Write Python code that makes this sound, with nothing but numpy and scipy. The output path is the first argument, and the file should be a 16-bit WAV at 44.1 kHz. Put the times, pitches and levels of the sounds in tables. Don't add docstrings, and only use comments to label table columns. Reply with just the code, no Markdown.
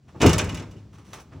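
import sys
import numpy as np
from scipy import signal
from scipy.fft import rfft, irfft, next_fast_len
from scipy.io import wavfile

SR = 44100
rng = np.random.default_rng(int(sys.argv[2]) if len(sys.argv) > 2 else 0)


def wav_out(sig):
    wavfile.write(sys.argv[1], SR, np.round(np.clip(np.atleast_2d(sig).T, -1, 1) * 32767).astype(np.int16))


N = 61739
TIME = np.arange(N) / SR

# start in seconds, level in dB, contact cut-off in Hz (low is soft).
BED_BLOWS = [(0.205, -21, 2300), (0.2235, -10.5, 1790), (0.2324, -16.5, 1700), (0.2414, -8, 800),
             (.2513, -5, 800), (.2669, -7, 550), (.272, -2.5, 84), (0.3376, -26.5, 480), (0.3732, -25, 745),
             (0.42, -27.5, 1130), (0.4436, -27.5, 400), (0.464, -22, 110), (.527, -22.5, 231),
             (0.6065, -32.5, 734), (0.752, -37, 366), (1.349, -31.5, 189)]
# pitch in Hz, level in dB, t60 in seconds.
PANEL_MODES = [(52.6, -14.5, 0.23), (81.3, -5, 0.18), (102.1, -14.5, 1), (110, -10.5, 0.12),
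               (156.9, -8, 0.45), (176.6, -17, 0.59), (256, -1, 0.1), (332, -9.5, 0.26), (357.7, -10, 0.21),
               (411, -7, 0.14), (474, -10, 0.14), (511, -15.5, 0.18), (560, -16, 0.11), (723, -12, 0.17)]
# frequency in Hz, level in dB per Hz, t60 in seconds.
PANEL_WASH = [(59, -18, 0.34), (150, -3, .3), (350, 1, 0.42), (550, 5, 0.163), (666, -0.5, 0.23),
              (1030, 4, 0.17), (1990, 0, 0.11), (6000, -13, 0.099)]
PANEL_MODES_DB, PANEL_WASH_DB = -1.5, -6.5
BUILD_S = 0.00067

# start in seconds, level in dB, treble boost and equal bass cut in dB.
STEEL_KNOCKS = [(.207, -38, -10.5), (0.2162, -20.5, -6.5), (0.2624, -16.5, -0.5), (.293, -22, -0.5),
                (.331, -20.5, -1.5), (0.3817, -21, 1.5), (.392, -29, -11), (0.4112, -33, -4.5),
                (0.4429, -36, 0.5), (0.4925, -35, -5.5), (0.5235, -48, -11), (0.5453, -33.5, -1),
                (.572, -38, -3.5), (0.596, -42.5, -8), (0.6219, -58.5, -19.5), (0.7115, -58, 7)]
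# pitch in Hz, level in dB, t60 in seconds.
STEEL_RING = [(1025, -13, 0.21), (1125, -23, 0.15), (1233, -12, 0.26), (1980, -10.5, 0.074),
              (2333, -9.5, 0.087), (2516, -14, 0.17), (2766, -20, 0.041), (2884, -2.5, 0.079),
              (3400, -15, 0.062), (3650, -15, 0.091), (5650, -3.5, 0.049), (6140, -26, 0.043)]
# frequency in Hz, level in dB per Hz, t60 in seconds.
STEEL_CLATTER = [(300, -0.5, 0.45), (800, -5, 0.15), (1115, -2, 0.25), (1700, -9.5, 0.31),
                 (2420, -0.5, 0.15), (2670, 3.5, 0.037), (3410, -6, 0.18), (4440, -11.5, 0.13),
                 (5580, -1.5, 0.092), (7700, -7, 0.13), (10500, -3, 0.017), (15000, -7, 0.018)]
RING_DB, CLATTER_DB, MODE_SPREAD_DB = -6, -0.5, 3
CRACK_DB, CRACK_T60_S = 1.5, 0.021
CHATTER_S, CHATTER_DB = .006, -11.5
# time in seconds, level in dB.
RATTLE_FADER = [(.2, -36.5), (.225, -22.5), (.3, -30.5), (.42, -48), (.48, -41.5), (.62, -57.5), (.68, -65),
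                (.79, -58.5), (.84, -88)]
RATTLE_PER_S, RATTLE_TOP_HZ = 260, 5100

# start in seconds, level in dB, then attack, hold and t60 in seconds,
# treble tilt in dB per octave.
FOOTSTEPS = [(0.08, -52.5, 0.0036, 0.013, 0.15, -3), (0.146, -44.5, 0.0011, 0.021, 0.14, -10),
             (0.926, -53.5, 0.0073, 0.017, 0.25, -1), (0.975, -51, 0.011, 0.013, 0.18, -1.5),
             (1.041, -57, 0.01, 0.085, 0.3, 0.5), (1.131, -37, 0.0013, 0.0039, 0.16, 0),
             (1.154, -45, 0.028, .04, 0.14, -2), (1.198, -49, 0.0013, 0.0048, 0.13, 4),
             (1.318, -49.5, 0.0022, 0.021, 0.31, -5.5)]
# frequency in Hz, level in dB per Hz.
SOLE_EQ = [(100, -26), (300, -3.5), (480, -1.5), (700, 0.5), (1180, 2.5), (1900, -3.5), (2600, -3),
           (5000, -11.5), (5950, -4.5), (6800, -12), (10500, -9), (15000, -16.5)]
GRIT_PER_S, GRIT_DB = 830, -3

# start in seconds, level in dB, attack and t60 in seconds.
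TRUCK_GROANS = [(.155, -40.5, 0.0095, .18), (.885, -47.5, 0.021, 0.34), (.97, -44.5, .02, 0.43),
                (1.07, -45.5, 0.013, 0.4), (1.335, -41, 0.017, 0.26)]
# frequency in Hz, level in dB per Hz.
GROAN_EQ = [(40, -29), (85, -3), (150, -6), (300, -9.5), (600, -25.5), (1500, -66)]

# frequency in Hz, level in dB per Hz, t60 in seconds.
YARD_REVERB = [(59.4, 1, 1), (147, -5, 1.14), (400, -3, 0.95), (990, 8, 0.61), (2900, -2, 0.36),
               (7160, -6.5, 0.58), (15000, -5.5, 0.42)]
YARD_DB, YARD_PREDELAY_S = -21, .02
# frequency in Hz, level in dB per Hz.
RUMBLE_EQ = [(25, -28), (50, -7.5), (85, -1.5), (160, -3), (300, -13.5), (600, -26), (1500, -34.5),
             (6000, -40.5), (10000, -47), (16000, -47)]
# time in seconds, level in dB.
RUMBLE_FADER = [(0, -57.5), (.3, -34), (.9, -50), (1.4, -47.5)]
# frequency in Hz, left's phase lead in radians,
# left over right in dB, diffuse side signal in dB.
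STEREO_IMAGE = [(80, 0, .3, -32), (280, -.03, 2.2, -25), (580, -.62, -.6, -17), (1200, 0, -1.7, -16),
                (2600, 0, -.7, -15), (5200, .1, 0, -9), (7500, -1.45, 0, -11), (10700, -3.05, 0, -20),
                (13400, -3.2, 0, -20), (15300, -4.3, 0, -14)]
CUTOFF_HZ = 15900


def truck_bed():
    pushes = np.array([from_db(db) * soften(delayed(TIME == 0, s), hz) for s, db, hz in BED_BLOWS])
    push = pushes.sum(axis=0)
    boom = sum((-1) ** k * from_db(db) * ring(push, hz, t60)
               for k, (hz, db, t60) in enumerate(PANEL_MODES))
    return from_db(PANEL_MODES_DB) * boom + from_db(PANEL_WASH_DB) * struck_body(pushes, PANEL_WASH)


def loose_steel():
    knocks = np.array([rattle()] + [knock(*row) for row in STEEL_KNOCKS])
    rings = 0
    for hz, db, t60 in STEEL_RING:
        strengths = from_db(MODE_SPREAD_DB * rng.standard_normal(len(knocks)))
        rings += from_db(db) * ring(strengths @ knocks, hz, t60)
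    snap = coloured(rng.standard_normal(N), STEEL_CLATTER) * envelope(0, CRACK_T60_S)
    cracks = signal.fftconvolve(knocks.sum(axis=0), snap)[:N]
    clatter = struck_body(knocks, STEEL_CLATTER)
    return from_db(RING_DB) * rings + from_db(CRACK_DB) * cracks + from_db(CLATTER_DB) * clatter


def knock(s, db, tilt_db):
    clicks = np.zeros(N)
    rebounds = from_db(CHATTER_DB) * rng.choice([-1, 1], size=4)
    clicks[(rng.uniform(.1, 1, size=4) * CHATTER_S * SR).astype(int)] = rebounds
    clicks[0] = 1
    dull = signal.lfilter(*signal.butter(1, 3000, fs=SR), clicks + 1e-18)
    bright = clicks - dull
    return from_db(db) * delayed(dull * from_db(-tilt_db) + bright * from_db(tilt_db), s)


def rattle():
    contacts = (rng.random(N) < RATTLE_PER_S / SR) * rng.choice([-1, 1], N) * rng.uniform(0.44, 1, N)
    level = from_db(np.interp(TIME, *np.transpose(RATTLE_FADER), left=-np.inf, right=-np.inf))
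    return signal.lfilter(*signal.butter(1, RATTLE_TOP_HZ, fs=SR), contacts * level + 1e-18)


def struck_body(pushes, table, spots=3):
    return sum(signal.fftconvolve(pushes[spot::spots].sum(axis=0), dense_ring(table))[:N]
               for spot in range(spots))


def dense_ring(table):
    edges = 40 * 2 ** (np.arange(27) / 3)
    white = rng.standard_normal((2, N))
    out, power = 0, 0
    for k, (low, high) in enumerate(zip(edges, edges[1:])):
        hz = np.sqrt(low * high)
        fall = envelope(BUILD_S, t60=at_hz(table, hz, column=2))
        bandpass = signal.butter(2, [low, high], "band", fs=SR, output="sos")
        band = signal.sosfilt(bandpass, white[k % 2] * fall + 1e-18)
        gain = from_db(at_hz(table, hz)) * np.sqrt(high - low)
        out += gain * rms_one(band) * np.sqrt(np.mean(fall ** 2))
        power += gain ** 2
    return out / np.sqrt(power)


def ring(clicks, hz, t60):
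    decay = np.exp(-np.log(1000) / (t60 * SR))
    turn = 2 * np.pi * hz / SR
    return signal.lfilter([0, np.sin(turn)], [1, -2 * decay * np.cos(turn), decay ** 2], clicks + 1e-18)


def shoes():
    out = 0
    for s, db, attack, hold, t60, tilt_db in FOOTSTEPS:
        grit = rms_one((rng.random(N) < GRIT_PER_S / SR) * rng.standard_normal(N))
        rub = coloured(rng.standard_normal(N) + from_db(GRIT_DB) * grit, SOLE_EQ, tilt_db)
        out += from_db(db) * delayed(rub * envelope(attack, t60, hold), s)
    return out


def truck_groans():
    out = 0
    for s, db, attack, t60 in TRUCK_GROANS:
        groan = coloured(rng.standard_normal(N), GROAN_EQ) * envelope(attack, t60)
        out += from_db(db) * delayed(groan, s)
    return out


def yard_reverb(x):
    tail = delayed(dense_ring(YARD_REVERB), YARD_PREDELAY_S)
    return from_db(YARD_DB) * signal.fftconvolve(x, tail / np.sqrt(np.sum(tail ** 2)))[:N]


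def outdoor_rumble():
    level = from_db(np.interp(TIME, *np.transpose(RUMBLE_FADER)))
    return level * coloured(rng.standard_normal(N), RUMBLE_EQ)


def stereo_spread(x):
    size = next_fast_len(2 * N)
    hz = np.arange(size // 2 + 1) * SR / size
    lead, balance_db, diffuse_db = (at_hz(STEREO_IMAGE, hz, column) for column in (1, 2, 3))
    smear = rng.standard_normal(N) * envelope(attack=.001, t60=.12)
    diffuse = rfft(smear / np.sqrt(np.sum(smear ** 2)), size) * from_db(diffuse_db)
    side = np.array([[1], [-1]])
    response = np.exp(.5j * side * lead) * from_db(.5 * side * balance_db) * (1 + side * diffuse)
    return irfft(rfft(x, size) * response, size)[:, :N]


def envelope(attack, t60, hold=0):
    rise = 1 - np.exp(-TIME / max(attack, 1e-5))
    return rise * np.exp(-np.log(1000) * np.maximum(TIME - hold, 0) / t60)


def coloured(x, eq, tilt_db=0):
    size = next_fast_len(N)
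    hz = np.arange(size // 2 + 1) * SR / size
    gain = from_db(at_hz(eq, hz) + tilt_db * np.log2(np.maximum(hz, 300)))
    return rms_one(irfft(rfft(x, size) * gain, size)[:N])


def soften(x, hz):
    return signal.sosfilt(signal.butter(2, hz, fs=SR, output="sos"), x + 1e-18)


def delayed(x, s):
    return np.concatenate([np.zeros(int(s * SR)), x])[:N]


def at_hz(points, hz, column=1):
    table = np.array(points)
    return np.interp(np.log(np.maximum(hz, 1)), np.log(table[:, 0]), table[:, column])


def from_db(db):
    return 10 ** (np.asarray(db) / 20)


def rms_one(x):
    return x / np.sqrt(np.mean(x ** 2) + 1e-20)


def scene():
    near = truck_bed() + loose_steel() + shoes() + truck_groans()
    return stereo_spread(near + yard_reverb(near) + outdoor_rumble())


def record(dry):
    rounded = dry / (1 + dry ** 4) ** .25
    return signal.sosfilt(signal.ellip(10, .1, 80, CUTOFF_HZ, fs=SR, output="sos"), rounded)


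dry = scene()
out = record(dry)
wav_out(out)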